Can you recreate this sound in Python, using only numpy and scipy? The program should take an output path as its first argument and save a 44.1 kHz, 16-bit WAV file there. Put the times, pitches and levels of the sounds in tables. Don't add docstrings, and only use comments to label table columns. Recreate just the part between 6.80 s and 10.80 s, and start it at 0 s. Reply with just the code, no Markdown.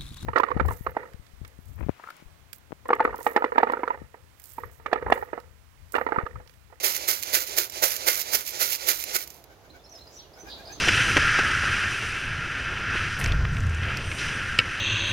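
import sys
import numpy as np
from scipy import signal
from scipy.fft import rfft, irfft
from scipy.io import wavfile
from scipy.ndimage import uniform_filter1d

SR = 44100
rng = np.random.default_rng(int(sys.argv[2]) if len(sys.argv) > 2 else 0)


def materialize(psi):
    bounded = np.clip(np.atleast_2d(psi).T, -1, 1)
    quanta = np.round(bounded * 32767).astype(np.int16)
    wavfile.write(sys.argv[1], SR, quanta)


N = 176400
T = np.arange(N) / SR
HZ = np.fft.rfftfreq(N, 1 / SR)
GRAINS_PER_S = 16000

# impact/s, rise/s, fall/s, slam/dB, thud/dB, clack/dB, slide/dB, slide length/s, thud centre/Hz
STROKES = [(.046, 0.0088, 0.022, -12, -2, -3, -23.5, 0.13, 470),
           (.289, 0.0076, 0.02, -12, -5.5, -2, -32, 0.21, 443),
           (0.552, 0.014, 0.0093, -12, 0, 2.5, -22, 0.085, 440),
           (.785, 0.011, 0.013, -13, 0.5, -1, -24.5, 0.069, 422),
           (1.034, 0.0074, 0.012, -9.5, 2.5, 2.5, -21.5, 0.13, 573),
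           (1.286, 0.012, 0.01, -11, 0.5, 4.5, -21.5, 0.13, 490),
           (1.552, 0.017, 0.0054, -11.5, -0.5, 0.5, -25, 0.068, 527),
           (1.824, 0.016, 0.012, -12.5, -3.5, -1, -23.5, 0.13, 458),
           (2.095, .015, 0.013, -11.5, -4, -1.5, -28.5, 0.12, 486),
           (2.364, 0.016, 0.0025, -14, -3.5, 2, -27.5, 0.071, 420)]


def amp(db):
    return 10 ** (np.asarray(db) / 20)


def unit(x):
    return x / np.sqrt(np.mean(x ** 2) + 1e-20)


def read(points, hz=HZ):
    f, value = np.transpose(points)
    return np.interp(np.log(hz + 1), np.log(f + 1), value)


def swell(s, sigma_s):
    return np.exp(-.5 * np.minimum(((T - s) / sigma_s) ** 2, 200))


def convolve(x, response):
    return signal.fftconvolve(np.atleast_2d(x), np.atleast_2d(response), axes=1)[:, :N]


def causal(gain, size=4096):
    log_gain = np.log(np.maximum(np.r_[gain, gain[-2:0:-1]], 1e-5))
    return np.fft.ifft(np.exp(np.conj(signal.hilbert(log_gain)))).real[:size]


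def noise(spectrum_db):
    # f/Hz, correlation
    likeness = [(700, 0.78), (2000, 0.076)]
    # f/Hz, gain/dB
    shading = [(60, -6.5), (1000, -1.5), (15000, -4)]
    right, other = rfft(rng.standard_normal((2, N)))
    same = read(likeness)
    left = (same * right + np.sqrt(1 - same ** 2) * other) * amp(read(shading))
    return unit(irfft(np.array([left, right]) * amp(spectrum_db), N))


def yard(x):
    # f/Hz, t60/s
    decay = [(5000, 0.32), (15000, 0.13)]
    taps = rng.standard_normal((2, SR // 2)) * (T[:SR // 2] > .006)
    hz, t, bands = signal.stft(taps, SR, nperseg=256)
    tail = signal.istft(bands * amp(-60 * t / read(decay, hz)[:, None]), SR, nperseg=256)[1]
    return convolve(x, tail / np.linalg.norm(tail[0]))


def outdoors():
    # f/Hz, relative density/dB
    spectrum = [(24, -26.5), (55, 4), (220, -10.5), (330, -6.5), (700, -7), (1100, -15), (2500, -21.5),
                (6500, -25), (8200, -35), (11500, -30), (16000, -31)]
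    # t/s, level/dB
    gain = [(3.5, -53.5), (3.7, -48)]
    return noise(read(spectrum)) * amp(np.interp(T, *np.transpose(gain)))


def flutter(width_hz=110):
    white = rng.standard_normal((2, N)) + 1j * rng.standard_normal((2, N))
    slow = signal.lfilter(*signal.butter(2, width_hz / 2, fs=SR), white)
    return slow / slow.real.std()


def wings(air, fuzz, sigma_s=.01694, glide_per_s=1.207):
    # t/s, whistle/Hz, level/dB
    beats = [(2.72, 1500, -57.5), (2.855, 1480, -61), (2.96, 1513, -55.5), (3.59, 1490, -55),
             (3.685, 1612, -49.5), (3.80, 1600, -52.5), (3.915, 1650, -48.5)]
    out = np.zeros((2, N))
    for s, hz, db in beats:
        near = abs(T - s) < 4 * sigma_s
        glide_hz = hz * (1 + glide_per_s * (T[near] - s))
        sub = np.exp(1j * np.pi * np.cumsum(glide_hz) / SR)
        whistle = (fuzz[:, near] * (amp(-3) * sub + sub ** 2 + amp(-6.5) * sub ** 3)).real
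        out[:, near] += swell(s, sigma_s)[near] * amp(db) * (whistle + amp(-.5) * air[:, near])
    return out


def wing_thumps(rise_s=.0026, decay_s=.019):
    # t/s, level/dB
    flaps = [(2.902, -47), (3.63, -39.5), (3.732, -43), (3.972, -44)]
    level = sum(amp(db) * np.clip((T - s) / rise_s, 0, 1) * np.exp(-abs(T - s) / decay_s)
                for s, db in flaps)
    return level * noise(read([(60, -19), (320, 28), (1200, -44)]))


def pigeons(coo_hz=665):
    # f/Hz, relative density/dB
    air_spectrum = [(60, -5.5), (300, 19.5), (1900, 5.5), (7000, 5.5), (8200, -15), (12000, 0)]
    # t/s, sigma/s, level/dB
    rustles = [(3.171, 0.033, -54.5), (3.34, 0.086, -57)]
    # t/s, sigma/s, level/dB
    coos = [(3.149, 0.012, -48.5), (3.866, .03, -52)]
    air, fuzz = noise(read(air_spectrum)), flutter()
    rustle = sum(amp(db) * swell(s, w) for s, w, db in rustles) * np.sqrt(spurts()) * air
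    voice = ((1 + .5 * fuzz[0]) * np.exp(2j * np.pi * coo_hz * T)).real
    coo = sum(amp(db) * swell(s, w) for s, w, db in coos) * voice
    return wings(air, fuzz) + rustle + coo + wing_thumps()


def rasp(s, sigma_s, hz, db, warble_hz=141.3, depth=.083, log_width=.19):
    warble = unit(signal.lfilter(*signal.butter(2, warble_hz, fs=SR), rng.standard_normal(N)))
    tone = np.sqrt(2) * np.sin(2 * np.pi * np.cumsum(hz * (1 + depth * warble)) / SR)
    hiss = noise(-10 * np.log10(1 + (np.log((HZ + 1) / hz) / log_width) ** 6))
    return amp(db) * swell(s, sigma_s) * unit(tone + amp(1) * hiss)


def songbird(bend=2.9, overtone_db=-22.5):
    # t/s, length/s, start/Hz, end/Hz, relative level/dB
    notes = [(2.894, 0.023, 3320, 4180, -51), (2.988, 0.02, 3190, 3600, -59),
             (3.038, 0.026, 4970, 5420, -49), (3.058, 0.017, 3810, 4340, -52),
             (3.092, 0.0086, 4660, 6230, -45), (3.111, 0.027, 5870, 5790, -45.5),
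             (3.145, 0.024, 5240, 5140, -43), (3.183, 0.016, 3000, 4170, -47.5),
             (3.203, 0.032, 3944, 4160, -47.5), (3.267, 0.02, 4400, 5060, -47),
             (3.356, 0.036, 5700, 5870, -43.5), (3.41, 0.067, 4180, 2770, -60),
             (3.53, 0.02, 3790, 5330, -50.5), (3.582, 0.056, 6000, 6110, -46.5),
             (3.666, 0.095, 5290, 4550, -46.5), (3.849, 0.018, 3840, 5040, -44.5),
             (3.87, 0.017, 3900, 5050, -40), (3.918, 0.025, 6000, 6300, -38.5)]
    # t/s, sigma/s, centre/Hz, relative level/dB
    rasps = [(3.343, 0.02, 6180, -54), (3.402, 0.014, 3860, -50), (3.721, 0.02, 3950, -41),
             (3.917, 0.098, 4130, -52.5)]
    song = np.zeros(N)
    for s, length_s, from_hz, to_hz, db in notes:
        u = np.arange(0, length_s, 1 / SR) / length_s
        waver = unit(uniform_filter1d(rng.standard_normal(N // 10), size=60))[:len(u)]
        hz = (to_hz + (from_hz - to_hz) * abs(1 - u) ** bend) * (1 + .008 * waver)
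        phase = 2 * np.pi * np.cumsum(hz) / SR
        tone = np.sin(phase) + amp(overtone_db) * np.sin(2 * phase)
        level = amp(db) * np.sin(np.pi * u) * (1 + waver[::-1] / np.pi)
        part = song[round(s * SR):][:len(u)]
        part += (level * tone)[:len(part)]
    direct = song * amp([[-3.5], [.5]]) + amp(-2) * sum(rasp(*row) for row in rasps)
    return direct + amp(-3.5) * yard(direct)


def spurts(per_s=380, share=.58, decay_s=.0005):
    hits = (rng.random(N) < per_s / SR) * rng.uniform(.2, 1, N)
    burst = signal.lfilter([1], [1, -np.exp(-1 / (decay_s * SR))], hits)
    return 1 - share + share * burst / burst.mean()


def grains(power, per_s=GRAINS_PER_S, spread_db=-2.5):
    size = unit(amp(spread_db * np.minimum(rng.exponential(1, N), 4)))
    clicks = size * rng.choice([-1, 1], N) * (rng.random(N) < per_s / SR) * np.sqrt(SR / (per_s + 1))
    local_rms = np.sqrt(abs(uniform_filter1d(clicks ** 2, size=500)) + .13)
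    return clicks / local_rms * np.sqrt(power)


def stroke_powers(sag_db_per_s=17, stop_s=.013, roll_lead_s=.061, thud_lead_s=.007):
    powers = np.zeros((5, N))
    for s, rise_s, fall_s, db, thud_db, clack_db, slide_db, slide_s, _ in STROKES:
        age = np.maximum(T - s, 0)
        slam = amp(db) ** 2 * np.where(T < s, swell(s, rise_s) ** 2, np.exp(-age / fall_s))
        sliding = (T > s) * (.5 - .5 * np.tanh((age - slide_s) / stop_s))
        slide = sliding * amp(slide_db - sag_db_per_s * age) ** 2
        roll = swell(s - roll_lead_s, sigma_s=.037) ** 2
        early_slam = np.interp(T + thud_lead_s, T, slam)
        thud = amp(thud_db) ** 2 * early_slam + amp(-6) ** 2 * slide + amp(-24) ** 2 * roll
        clack = amp(clack_db) ** 2 * slam + amp(-2) ** 2 * slide + amp(-30.5) ** 2 * roll
        powers += [slam, slide, amp(-24.5) ** 2 * roll, thud, clack]
    return powers


def seeds(slam, slide, roll, tick_s=.0013, roll_top_hz=7800):
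    # t/s, sigma/s, relative level/dB
    clumps = [(0.166, 0.0071, -21), (0.679, 0.011, -27.5), (1.407, 0.017, -23), (1.682, 0.021, -24.5),
              (1.927, 0.025, -19.5), (2.214, 0.021, -26), (2.523, 0.054, -44)]
    # t/s, relative level/dB
    strikes = [(.4265, -16.5), (.4335, -15), (0.898, -23), (0.922, -28), (1.164, -14.5), (1.662, -24),
               (2.239, -14.5), (2.475, -25.5), (2.503, -28), (2.640, -36.5)]
    loose = slide + sum((amp(db) * swell(s, w)) ** 2 for s, w, db in clumps)
    ticks = sum(amp(db) ** 2 * (T >= s) * np.exp(-abs(T - s) / tick_s) for s, db in strikes)
    hard = grains(slam * spurts(per_s=420, share=.42) + loose * spurts() + ticks)
    return hard + signal.lfilter(*signal.butter(2, roll_top_hz, fs=SR), grains(roll))


def tub_echoes(x, spots=12, t60_s=.035):
    t, spot, out = T[:SR // 30], rng.integers(0, spots, N), 0
    for k in range(spots):
        echo = rng.standard_normal((2, len(t))) * amp(-60 * t / t60_s)
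        out = out + convolve(x * (spot == k), echo / np.linalg.norm(echo, axis=1)[:, None])
    return signal.sosfilt(signal.butter(1, 3000, "high", fs=SR, output="sos"), out)


def wall_spot(x, width_hz=380, cut_hz=338):
    centre_hz = np.interp(T, [row[0] for row in STROKES], [row[-1] for row in STROKES])
    carrier = np.exp(2j * np.pi * np.cumsum(centre_hz) / SR)
    pole = np.exp(-np.pi * width_hz / SR)
    band = 2 * (carrier * signal.lfilter([1 - pole], [1, -pole], x / carrier)).real
    return signal.sosfilt(signal.butter(3, cut_hz, "high", fs=SR, output="sos"), band)


def ringing(modes):
    t = T[:SR // 10]
    return sum(amp(db) * width * np.exp(-np.pi * width * t) * np.sin(2 * np.pi * hz * t) * (-1) ** k
               for k, (hz, width, db) in enumerate(modes))


def far_port(x, delay_s=.00044):
    # f/Hz, gain/dB
    shading = [(400, -8), (1300, -3.5), (2400, -7.5), (4400, -12), (15000, -18.5)]
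    return convolve(np.roll(x, round(delay_s * SR)), causal(amp(read(shading))))[0]


def shaken_tub(crowding=.75):
    # f/Hz, relative gain/dB
    rattle_spectrum = [(60, -33), (400, -24.5), (1050, -4.5), (1500, -10.5), (2200, 1.7), (3300, -0.5),
                       (4400, 2.5), (7100, 4), (8100, -7.5), (9500, -1), (12000, 4), (14000, 5.5),
                       (16000, -4.5)]
    # f/Hz, width/Hz, relative level/dB
    thud_modes = [(335, 74, -3), (406.6, 60, -3), (515.5, 27.3, -1), (617, 61, -3.5), (913, 130, -3.5)]
    # f/Hz, width/Hz, relative level/dB
    clack_modes = [(1268, 225, 2.1), (1465, 186, 4.5), (2094, 276, 0.82)]
    slam, slide, roll, *wall = stroke_powers()
    thud, clack = (grains(power, GRAINS_PER_S * np.sqrt(power) ** crowding) for power in wall)
    rattle = seeds(slam, slide, roll)
    rattle = rattle + amp([[-2.5], [-4]]) * tub_echoes(rattle)
    parts = [(rattle, causal(amp(read(rattle_spectrum))), -3),
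             (wall_spot(thud), ringing(thud_modes), -14.5),
             (clack, ringing(clack_modes), -16)]
    left, right = sum(amp(db) * convolve(x, body / np.linalg.norm(body)) for x, body, db in parts)
    echoes = yard(signal.lfilter(*signal.butter(1, 6000, fs=SR), right))
    return np.array([far_port(left), right]) + amp(-19) * echoes


def scene():
    return shaken_tub() + songbird() + pigeons() + outdoors()


def record(dry, edge_hz=16100):
    lowpass = signal.firwin(511, edge_hz, window=("kaiser", 9), fs=SR)
    return signal.oaconvolve(np.clip(dry, -1, 1), lowpass[None], "same")


dry = scene()
out = record(dry)
materialize(out)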